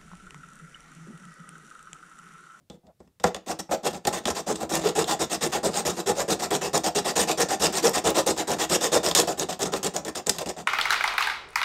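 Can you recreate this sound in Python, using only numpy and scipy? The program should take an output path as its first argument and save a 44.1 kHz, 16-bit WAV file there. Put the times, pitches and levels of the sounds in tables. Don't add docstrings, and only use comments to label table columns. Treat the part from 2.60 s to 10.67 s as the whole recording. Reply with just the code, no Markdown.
import sys
import numpy as np
from scipy import signal
from scipy.fft import rfft, irfft
from scipy.io import wavfile
from scipy.ndimage import uniform_filter1d, map_coordinates

SR = 44100
rng = np.random.default_rng(int(sys.argv[2]) if len(sys.argv) > 2 else 0)


def waveform_to_disk(signal):
    frames = np.transpose(np.atleast_2d(signal))
    scaled = np.clip(frames, -1, 1) * 32767
    samples = np.round(scaled).astype(np.int16)
    wavfile.write(sys.argv[1], SR, samples)


def boost(x):
    u = np.asarray(x, float) / 20
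    return 10 ** u


N = 355877

# frequency in Hz, level in dB per Hz.
HUSH_COLOUR = [(15, -36), (25, -6), (134, 1), (285, -14), (384, -12), (1130, -22), (1260, -21.5),
               (1740, -22.5), (9000, -25), (16000, -27)]
# frequency in Hz, t60 in seconds.
ROOM_DECAY = [(100, 0.34), (400, 0.25), (1200, 0.25), (3000, 0.24), (7000, 0.19), (10000, 0.14),
              (14000, 0.15)]
# start in seconds, length in seconds, level in dB,
# resonance in Hz, width in Hz.
FINGER_RUB = (.228, .11, -57, 620, 240)
# frequency in Hz, level in dB per Hz.
THUMP_COLOUR = [(15, -58), (25, -41), (70, -7.5), (113, -14), (173, 3), (276, -3), (300, -9.5), (390, -9),
                (660, -120)]
# frequency in Hz, level in dB per Hz.
BOARD_COLOUR = [(120, -44), (200, -9), (280, -5), (315, 0), (486, 2.5), (529, -0.5), (798, -6), (1490, -17),
                (2500, -18), (3250, -43), (5500, -120)]
# frequency in Hz, width in Hz, height in dB.
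BOARD_MODES = [(321.2, 8.6, 13.5), (385, 21, 5.5), (490, 7.7, 4), (560, 34, 4), (636, 16, 11.5),
               (730, 43, 13.5), (825, 40, 14.5), (1033, 20, 11), (1334, 90, 15.5)]
# frequency in Hz, level in dB per Hz.
BLADE_COLOUR = [(600, -42.5), (1000, 1.5), (1500, -11), (2200, -14), (3500, -10.5), (4300, -11.5),
                (5500, -8), (7600, -7.5), (9100, -12.5), (9900, -22), (10500, -24), (13500, -22),
                (15600, -25), (16500, -48)]
# frequency in Hz, width in Hz, height in dB on
# forward strokes, height in dB on return strokes.
STEEL_MODES = [(1822, 155, 16.5, 17), (2383, 47.2, -2, -21), (2724.4, 92, 13.5, 14.5), (3470, 110, 12, 10),
               (3680, 120, 2, 7), (3952.6, 130, 11, 8), (4620, 85, 9.5, 9.5), (5210, 117, 13.5, 8),
               (5700, 130, -2, -3), (6440, 120, -3, -4), (6940, 95, 5, 8.5), (7350, 126, 11, 7),
               (7670, 43, 0, -14), (8040, 68, 11, -6),
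               (8500, 250, 4.7, 7), (9400, 360, 6.87, -16), (11300, 510, 9.2, 6), (11600, 390, 16, 12),
              (13000, 97, 2, -2)]
# start in seconds, length in seconds,
# rasp at the grip in dB, rasp at full speed in dB, board over rasp in dB.
DRAGS = [(.0, 0.028, -92.5, -93, 20), (0.108, 0.06, -62, -65.5, 12), (.235, 0.057, -86, -80, 18),
         (0.393, 0.095, -72.5, -78.5, 2), (0.599, 0.034, -56.5, -59, 5.5), (0.633, 0.06, -44, -35.5, 7),
         (0.754, 0.023, -35.5, -48.5, -8), (1.091, 0.028, -56, -52.5, 6), (1.297, 0.026, -45, -46, -1),
         (2.896, 0.019, -47, -46, 3), (3.108, .024, -45.5, -45.5, 1.5), (3.33, 0.041, -46, -46.5, -3),
         (3.548, 0.023, -46, -44.5, 4), (4.421, 0.022, -47, -47.5, -1), (5.089, .03, -46, -43.5, 3),
         (5.305, 0.026, -42.5, -45, -0.5), (5.961, .022, -46.5, -45.5, 3), (1.437, 0.041, -63, -47, -0.5),
         (1.636, 0.015, -47.5, -50, 2), (1.943, .037, -52.5, -44.5, -5), (1.976, 0.034, -56.5, -48.5, 9),
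         (2.206, 0.034, -40, -41.5, 5), (2.453, 0.026, -50.5, -47.5, 7), (6.508, 0.032, -31, -39.5, -3.5),
         (7.478, 0.027, -26, -34.5, 3), (7.731, 0.055, -50, -46.5, 2), (7.805, 0.031, -42, -39.5, 6),
         (7.884, 0.034, -34, -34, 0), (8.053, 0.028, -79, -63, 15)]
# start in seconds,
# length in seconds, rasp at the grip in dB, rasp at full speed in dB, board over rasp in dB.
HALTING = [(.861, 0.078, -47.5, -35, 3.5), (.988, 0.025, -37, -31, -8), (1.1095, 0.049, -34.5, -31.5, 6.5),
           (1.229, 0.063, -49.5, -29.5, 4), (1.328, 0.061, -37.5, -45, 6), (1.468, 0.03, -27.5, -31, 3.5),
           (1.526, .075, -34.5, -33.5, 0.5), (1.662, 0.061, -40, -31, 4.5), (1.747, 0.067, -40.5, -33.5, 0),
           (1.863, 0.075, -38, -31, 3), (2.003, 0.055, -39, -39.5, 7.5), (7.4495, 0.031, -30.5, -36.5, 0),
           (7.549, 0.059, -37, -35.5, 0.5), (7.662, 0.054, -38, -33, 2.5), (7.783, 0.026, -33.5, -35.5, -3),
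           (7.858, 0.028, -38.5, -39.5, 10), (7.963, 0.065, -45, -45.5, 6)]
# start in seconds, rasp at the grip in dB, rasp at full speed in dB,
# board over rasp in dB, tooth rate in Hz.
PUSHES = [(2.091, -38.5, -28, 1, 383.9), (2.35, -34.5, -28.5, 4, 431.4), (2.59, -34.5, -27, 1, 379),
          (2.807, -36.5, -29.5, 3, 399.8), (3.029, -33.5, -27.5, 4, 420), (3.25, -29.5, -29.5, 2.5, 371.7),
          (3.458, -36.5, -27, 2.5, 425.2), (3.678, -35, -26.5, 4, 429.7), (3.903, -33.5, -27, 2, 413),
          (4.13, -32, -28, 5.5, 420), (4.348, -27.5, -27.5, 1.5, 403.3), (4.554, -30.5, -25, 0, 478.7),
          (4.772, -32.5, -28, 2.5, 471.5), (4.995, -36, -24, 1, 450.3), (5.222, -35, -22, 1, 466),
          (5.437, -35, -23.5, 4, 432.6), (5.661, -31, -26, 3, 501), (5.871, -33.5, -27, 1.5, 387.2),
          (6.091, -33, -23.5, -2, 561), (6.316, -32, -24, 4, 480.8), (6.55, -22, -22.5, -2.5, 479.4),
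          (6.772, -42.5, -31.5, 2, 398.5), (6.991, -38, -31, 4, 430), (7.227, -37, -31.5, 1, 397.7)]
PULLS = [(2.234, -34.5, -30, 5, 436), (2.473, -37, -29, 1, 829), (2.696, -40, -30, -0.5, 732),
         (2.916, -38, -29.5, 1.5, 791), (3.129, -38, -31, 1.5, 791), (3.365, -39, -35.5, 5, 330),
         (3.562, -42.5, -31.5, 7, 554), (3.79, -39, -31.5, 2.5, 800), (4.011, -33, -32.5, 3.5, 400),
         (4.234, -33, -29, 4, 764), (4.444, -34, -29, 2, 740), (4.671, -31.5, -27.5, 1.5, 781),
         (4.884, -36, -27, 0.4, 780), (5.121, -36, -28, -2.5, 385), (5.332, -33.5, -25.5, -1.5, 700),
         (5.543, -30.5, -24, 0.5, 571), (5.761, -42, -31, 2.5, 775), (5.982, -37.5, -27.5, -0.2, 764),
         (6.205, -31.5, -25.5, 0, 490), (6.429, -32.5, -27.5, 2.5, 630), (6.672, -26, -32.5, 3, 705),
         (6.885, -34, -36, 2.5, 705), (7.119, -32.5, -36.5, 4, 441), (7.336, -41, -38, 5.5, 619)]
PUSH_CONTACT = [.72, .69, 0.58, .67, .65, .67, 0.65, 0.63, 0.69, 0.56, 0.64, 0.78, .67, 0.69, 0.69, 0.74,
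                .65, 0.71, 0.65, 0.65, 0.69, 0.68, 0.76, 0.6]
PULL_CONTACT = [.68, .68, .67, .67, 0.79, .63, 0.65, 0.71, 0.71, 0.54, 0.71, 0.66, .67, 0.89, 0.68, 0.65,
                .67, 0.69, 0.73, 0.69, 0.66, 0.64, 0.71, 0.85]
PUSH_SING = [0, -0.38, 0, -2, 1, 1, 1.17, -0.11, 0.048, 1, 1.2, -0.056, 2, 0, -0.92, -2.03, -0.41, 1.2,
             1.03, 0.86, -1, 1, 0.076, -1]
PULL_SING = [6, 3, -2, 0, 1, -3, -6, -2, -3.5, 0, -5, -0.5, -1, -1.5, -4.5, -1, -1.5, -1, -3, -1.5, -0.5, 0,
             1, -4.5]
# middle in seconds, length in seconds, change of the
# stroke in dB.
JUDDER = [(1.698, 0.005, -9), (2.198, 0.011, 13.5), (2.428, 0.012, 5), (3.1, 0.019, 7.5),
          (3.817, 0.012, -6), (4.169, 0.016, 2), (4.343, 0.01, 12), (4.439, 0.015, -8.5),
          (4.673, 0.025, -5.5), (4.825, 0.021, 5), (5.34, 0.0086, 0), (5.497, 0.0094, -2.5),
          (6.166, 0.024, 8.5), (6.59, 0.0072, 2), (7.049, 0.0079, -13.5), (7.417, 0.043, -17)]
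# start in seconds, click peak in dB,
# board knock over the click in dB, ring in Hz.
TAPS = [(0.0993, -30, -1.5, 3470), (0.268, -47.5, -1, 3850), (.403, -50.5, 14, 7900),
        (0.475, -49, -7, 1940), (.599, -33, -11, 3300), (0.6407, -5, 2, 1174), (0.7459, -14, -10.5, 2660),
        (0.764, -23.5, -4.5, 2160), (0.9899, -29, 3, 7260), (1.0915, -49.5, 26.5, 7330),
        (1.4512, -12, -6, 2920), (1.472, -6.5, -5, 4110), (1.527, -25, -13, 7300), (1.655, -9, -8.5, 3190),
        (1.703, -13.5, -3, 5770), (1.957, -18.5, -23.5, 8400), (2.031, -24, 5.5, 6860)]
# start in seconds, click peak in dB, ring in Hz, t60 in ms.
SNAGS = [(4.178, -8, 7198, 8.7), (4.6945, -13, 4200, 14), (5.4724, -10, 7450, 14),
         (6.228, -16, 5220, 14.24), (6.5501, -15, 7503, 6.9), (6.5517, -0.5, 3650, 18),
         (6.563, -7, 4600, 19), (6.5787, -7, 7800, 16), (6.5903, -11, 6360, 16), (6.595, -3.5, 8260, 5.3),
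         (6.6012, -2.5, 7700, 5), (6.603, -14.5, 7660, 14), (6.7963, -6.5, 6640, 19),
         (7.2298, -16, 6960, 14.9), (7.3645, -7.5, 6940, 11.6), (7.449, -16, 7300, 15.9),
         (7.482, -19, 7490, 15), (7.669, -6.5, 7530, 13.8), (7.695, -1, 7000, 12),
         (7.697, -2.5, 4470, 14.5), (7.7843, -17, 3760, 21), (7.818, -20, 2670, 13.8),
         (7.8602, -15.5, 2706, 12.3), (7.8722, -21, 8150, 11.3), (7.8931, -13.5, 7350, 8.3)]
# start in seconds, peak in dB, ring in Hz.
CHIPS = [(1.673, -15, 3416), (1.9258, -18, 7075), (2.0228, -26.5, 7050), (2.1539, -15, 7800),
         (2.2205, -23.5, 3490), (2.2423, -26, 6890), (2.4427, -14.5, 3440), (2.8362, -13.5, 6940),
         (3.0607, -10.5, 8110), (3.1728, -11, 7390), (3.6035, -14, 6990), (3.951, -9.5, 7534),
         (4.1517, -11.5, 7256), (5.1534, -16, 3935), (5.4936, -13, 5760), (5.777, -16.5, 7270),
         (5.9165, -12, 6740), (6.098, -15, 7537), (6.3698, -20, 7670), (6.463, -6.5, 4678),
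         (6.5128, -7.5, 3680), (7.0188, -11.5, 7040), (7.03, -9, 7340), (7.1373, -10.5, 3924),
         (7.246, -11.5, 8120), (7.266, -11.5, 7630)]
# start in seconds, peak in dB.
TICKS = [(0.9893, -25), (0.9981, -29), (1.004, -32), (1.1108, -24), (1.1398, -21), (1.3677, -29),
         (1.455, -21), (1.4702, -5), (1.4743, -5), (1.5457, -13.5), (1.5845, -17), (1.675, -13),
         (1.7065, -15), (1.748, -27.5), (1.9101, -12.5), (1.955, -34), (1.9591, -25.5), (2.0092, -23),
         (2.031, -10), (2.0986, -14.5), (2.1541, -0.5), (2.2165, -28), (2.253, -13), (2.289, -14),
         (2.4446, -27), (2.472, -22), (2.4797, -17), (2.6539, -17), (2.8326, -9), (2.8748, -16.5),
         (2.958, -10.5), (2.9845, -22), (3.0482, -5.5), (3.1886, -16), (3.2693, -9), (3.306, -14),
         (3.7113, -9.5), (3.7485, -20),
         (3.907, -12), (4.1782, -7), (4.2877, -18.5), (4.56, -9.5), (4.8063, -0.5), (4.9206, -9),
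              (5.1269, -13.5), (5.1582, -7), (5.2319, -16), (5.2541, -2.5), (5.2945, -4), (5.5042, -6),
              (5.6668, -2.5), (6.4348, -20), (6.5131, -17), (6.5616, -4), (6.575, -11), (6.6741, -14),
              (6.6863, -9.5), (6.7911, -9), (6.7974, -10), (6.9927, -16), (7.0126, -19), (7.0308, -13.5),
              (7.1385, -9.5), (7.2328, -10), (7.2367, -19), (7.246, -12), (7.2661, -15), (7.3382, -26),
              (7.6632, -32), (7.6983, -16), (7.7852, -7), (7.8113, -17), (7.8178, -17), (7.8605, -21),
              (7.8718, -22)]
# start in seconds, level in dB.
KNOCKS = [(1.111, -19), (1.47, -16), (1.51, -29), (1.678, -15), (2.026, -28), (2.113, -19.5),
          (3.085, -24.5), (3.275, -21), (3.948, -21), (4.139, -16), (4.691, -22), (4.8, -28), (4.855, -31),
          (5.032, -20.5), (5.077, -24), (5.514, -28), (5.572, -16), (5.92, -19.5), (6.16, -21.5),
          (6.361, -14.5), (6.629, -21), (6.817, -20), (7.134, -16)]
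# start in seconds, peak in dB.
SNAPS = [(.6354, -38), (0.639, -15), (0.7457, -21), (1.4511, -26), (1.654, -27), (6.55, 1), (6.5537, -7),
         (6.6003, 0.5), (7.2295, -30.5), (7.3643, -12.5), (7.451, -28), (7.4797, -28.5), (7.669, -20),
         (7.695, -1), (7.8938, -24)]


def unit(x):
    return x / np.sqrt(np.mean(x ** 2) + 1e-20)


def along(points, hz):
    f, v = np.transpose(points)
    return np.interp(np.log(hz + 1), np.log(f + 1), v)


def wobble(rate):
    knots = rng.standard_normal(int(N * rate / SR) + 4)
    return map_coordinates(knots, [np.arange(N) * rate / SR])


def put(track, start_s, burst):
    at = round(start_s * SR)
    track[at:at + len(burst)] += burst


def body(x, colour, modes, ring):
    size = 2 ** 13
    f = np.fft.rfftfreq(size, 1 / SR)
    peaks = sum(boost(db) * f * w / np.abs(c * c - f * f + 1j * f * w) for c, w, db in modes)
    cepstrum = irfft(np.log(boost(along(colour, f)) * (1 + ring * peaks) + 1e-6))
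    cepstrum[1:size // 2] *= 2
    cepstrum[size // 2 + 1:] = 0
    response = irfft(np.exp(rfft(cepstrum)))[:size // 2]
    return signal.fftconvolve(x, response / np.linalg.norm(response))[:N]


def hush():
    return boost(-73) * body(rng.standard_normal(N), HUSH_COLOUR, [(75, 30, 0)], ring=0.3)


def room(x):
    out, step, delay = np.zeros(N + SR), SR // 4, 130
    for at in range(0, N, step):
        hz, t, z = signal.stft(rng.standard_normal(SR // 2), SR, nperseg=256)
        decay = boost(-60 * t / along(ROOM_DECAY, hz)[:, None])
        tail = signal.istft(z * decay, SR, nperseg=256)[1]
        wet = signal.fftconvolve(x[at:at + step], tail / np.linalg.norm(tail))
        out[at + delay:at + delay + len(wet)] += wet
    return out[:N]


def finger():
    start_s, length_s, db, hz, width_hz = FINGER_RUB
    u = np.clip((np.arange(N) / SR - start_s) / length_s, 0, 1)
    hollow = signal.iirpeak(hz, hz / width_hz, SR)
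    tone = signal.lfilter(*hollow, rng.standard_normal(N))
    tone = signal.lfilter(*hollow, tone)
    return boost(db + 2.5 * wobble(40)) * np.abs(np.sin(np.pi * u)) ** 0.7 * unit(tone)


def strokes():
    back_hz, forth_hz, drag_hz = 751.6, 420, 481
    lean_forth_db, lean_drag_db = 8, -6.5
    rows = [(*row, drag_hz, lean_drag_db, -3) for row in DRAGS]
    for k, row in enumerate(HALTING):
        rows.append((*row, forth_hz, lean_forth_db, -1.5) if k % 2 else (*row, back_hz, 0, -1.5))
    steady = [(*row, lean_forth_db) for row in PUSHES] + [(*row, 0) for row in PULLS]
    turns = [row[0] for row in [*steady, *HALTING]]
    contact, sings = [*PUSH_CONTACT, *PULL_CONTACT], [*PUSH_SING, *PULL_SING]
    for (start_s, *rest), share, sing_db in zip(steady, contact, sings):
        next_turn = min(turn for turn in turns if turn > start_s)
        rows.append((start_s, share * (next_turn - start_s), *rest, sing_db))
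    return rows


def hand():
    rasp, drum, rate, weight, sing = np.zeros((5, N))
    t = np.arange(N) / SR
    for s, length, grip_db, peak_db, board_db, hz, lean_db, sing_db in strokes():
        span = slice(max(round(s * SR), 0), round((s + 1.3 * length) * SR))
        u = np.maximum((t[span] - s) / length, 0)
        middle = np.clip(0.42 + 0.008 * (peak_db - grip_db), 0.2, 0.7)
        rising = np.clip(1 - u / middle, 0, 1)
        slowing = np.maximum((u - middle) / (1 - middle), 0)
        grip = 1 - np.exp(-u * length / 0.0026)
        level = grip * boost(peak_db + (grip_db - peak_db) * rising ** 1.36)
        rasp[span] += level * boost(-17 * slowing ** 3.18)
        drum[span] += level * boost(board_db - 10.15 * slowing ** 2 - 2 * rising)
        weight[span] = drum[span] * boost(lean_db)
        rate[span] = hz * (1.02 - 0.15 * rising ** 2 - 0.12 * slowing ** 2)
        sing[span] = boost(sing_db)
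    judder = boost(sum(db * np.exp(-(1.67 * (t - s) / length) ** 2) for s, length, db in JUDDER))
    return rasp * judder, drum * judder ** 0.56, rate, weight * judder ** 0.6, sing


def rocking():
    usual_db, thump_db = -28, -11.5
    lag_s, growth = 0.0066, 0.45
    keep = np.exp(-1 / (lag_s * SR))
    weight = signal.lfilter([1 - keep], [1, -keep], hand()[3]) / boost(usual_db)
    thump = body(rng.standard_normal(N), THUMP_COLOUR, [(76, 14, 0.016), (155, 12, 0.025)], ring=0.65)
    return boost(usual_db + thump_db) * np.abs(weight) ** growth * thump


def snaps():
    air, t, t60_s = np.zeros(N + SR), np.arange(SR // 50) / SR, 0.0013
    for s, db in SNAPS:
        put(air, s, boost(db - 7 - 60 * t / t60_s) * rng.standard_normal(len(t)))
        put(air, s, boost(db) * np.array([2, 1, -1]))
    return signal.lfilter(*signal.butter(2, [1300, 9500], "band", fs=SR), air[:N])


def knocks():
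    wood, t, t60_s = np.zeros(N + SR), np.arange(SR // 10) / SR, 0.051
    onset = 1 - np.exp(-t / 0.0027)
    for s, db in KNOCKS:
        put(wood, s, boost(db + 1.5 - 60 * t / t60_s) * onset * rng.standard_normal(len(t)))
    return wood[:N]


def ticks():
    steel, t, t60_s = np.zeros(N + SR), np.arange(SR // 10) / SR, 0.0048
    for s, db in TICKS:
        grit = np.diff(rng.standard_normal(len(t)), n=2, prepend=[0, 0])
        put(steel, s, boost(db - 7.5) * np.array([0.85, -1.2, 0.4]))
        put(steel, s, boost(db - 13.5 - 60 * t / t60_s) * grit)
    return steel[:N]


def snags():
    steel, wood, t = np.zeros(N + SR), np.zeros(N + SR), np.arange(SR // 10) / SR
    tap_edge, snag_edge = (-0.82, 0.8, 0.35), (0.034, 0.91, 0.37)
    hits = [(*row, 0.021, tap_edge) for row in TAPS]
    hits += [(s, db, -20, hz, ms / 1000, snag_edge) for s, db, hz, ms in SNAGS]
    hits += [(s, db + 3, -18.5, hz, 0.012, snag_edge) for s, db, hz in CHIPS]
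    for s, db, knock_db, hz, t60_s, (edge, share, smear) in hits:
        grit, thud, drift = rng.standard_normal((3, len(t)))
        ring = np.sin(2 * np.pi * hz * t + smear * np.cumsum(drift))
        ring *= 0.84 * boost(-60 * t / (1.67 * t60_s))
        crack = share * boost(-60 * t / t60_s) * (grit - edge * np.roll(grit, shift=1))
        put(steel, s, boost(db - 15) * (crack + ring))
        decay = boost(db + knock_db - 6.5 - 60 * t / (3.2 * t60_s))
        put(wood, s, decay * (1 - np.exp(-t / 0.00062)) * thud)
    for s, db, *_ in SNAGS:
        put(steel, s, boost(1.7 * db + 3) * np.array([1, -0.9]))
    free = np.sin(2 * np.pi * 3480 * t + 0.1 * np.cumsum(rng.standard_normal(len(t))))
    put(steel, TAPS[0][0], boost(-53 - 60 * t / 0.12) * free)
    return steel[:N] + ticks(), wood[:N]


def teeth(rate, jitter, spread_db):
    passed = np.floor(np.cumsum(rate * np.exp(jitter * wobble(300))) / SR)
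    size = boost(spread_db * rng.standard_normal(N))
    pulses = (np.diff(passed, prepend=0) > 0) * size
    return pulses / np.sqrt(np.sum(pulses ** 2) / np.sum(rate > 0))


def patches(depth_db):
    z = signal.stft(rng.standard_normal(N), nperseg=256)[2]
    field = uniform_filter1d(rng.standard_normal(z.shape), size=4, axis=0)
    field = uniform_filter1d(field, size=9, axis=1)
    return unit(signal.istft(z * boost(depth_db * unit(field)), nperseg=256)[1][:N])


def blade(x, forth):
    hz, width, *levels = np.transpose(STEEL_MODES)
    place = np.clip(1 + 1.1 * wobble(9), 0, 2)
    out = np.zeros(N)
    for way, db, ring in zip([forth, ~forth], levels, [0.6, 0.41]):
        for spot in range(3):
            shift, change = rng.standard_normal((2, len(hz)))
            near = np.sqrt(np.clip(1 - np.abs(place - spot), 0, 1))
            modes = zip(hz * (1 + 0.026 * shift), width, db + 2.5 * change)
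            out += body(x * way * near, BLADE_COLOUR, modes, ring)
    return out


def saw():
    rasp, drum, rate, weight, sing = hand()
    forth = weight > drum
    bite = teeth(rate, jitter=0.12, spread_db=3)
    chips = signal.lfilter([1], [1, -0.93], bite)
    unsteady = boost(1.3 * wobble(120) + 1.2 * wobble(400))
    tearing = unit(patches(depth_db=2.5) * (1 + 0.16 * chips) * unsteady)

    phase = 2 * np.pi * np.cumsum(rate * (1 + 0.0598 * wobble(120))) / SR
    hum = np.sin(phase) * (0.37 + 0.39 * wobble(50))
    surge = np.clip(rasp / (uniform_filter1d(rasp, size=4000) + 1e-9), 0, 2)
    hum *= sing * np.sqrt(rate / 500) * surge ** 0.089
    shudder = unit(0.44 * bite + 0.28 * hum + patches(depth_db=2)) * boost(0.83 * wobble(60))

    click, knock = snags()
    board = body(drum * shudder + knock + knocks(), BOARD_COLOUR, BOARD_MODES, ring=0.55)
    push = np.abs(knock) ** 0.5 + 14 * knock
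    jolt = boost(-31) * body(push, THUMP_COLOUR, [(75, 9.9, 0.02)], ring=0.58)
    before = round(0.59 * SR)
    board[:before] = boost(-1.5) * signal.lfilter(*signal.butter(1, 1800, fs=SR), board[:before])
    steel = blade(rasp * tearing + click, forth)
    return boost(-0.98) * steel + boost(0.21) * board + jolt + snaps()


def scene():
    cut = saw()
    return (cut + boost(-11.5) * room(cut) + rocking() + finger() + hush())[None]


def roll_off(x):
    return signal.sosfilt(signal.butter(12, 16830, fs=SR, output="sos"), x)


def record(dry):
    rounded = dry / (1 + np.abs(dry / 0.95) ** 6) ** (1 / 6)
    hz = np.fft.rfftfreq(N, 1 / SR)
    shelf = boost(np.interp(hz, [15600, 15900], [0, -22])) * (hz < 16800)
    mix = irfft(rfft(rounded) * shelf, N)
    return roll_off(mix)


dry = scene()
out = record(dry)
waveform_to_disk(out)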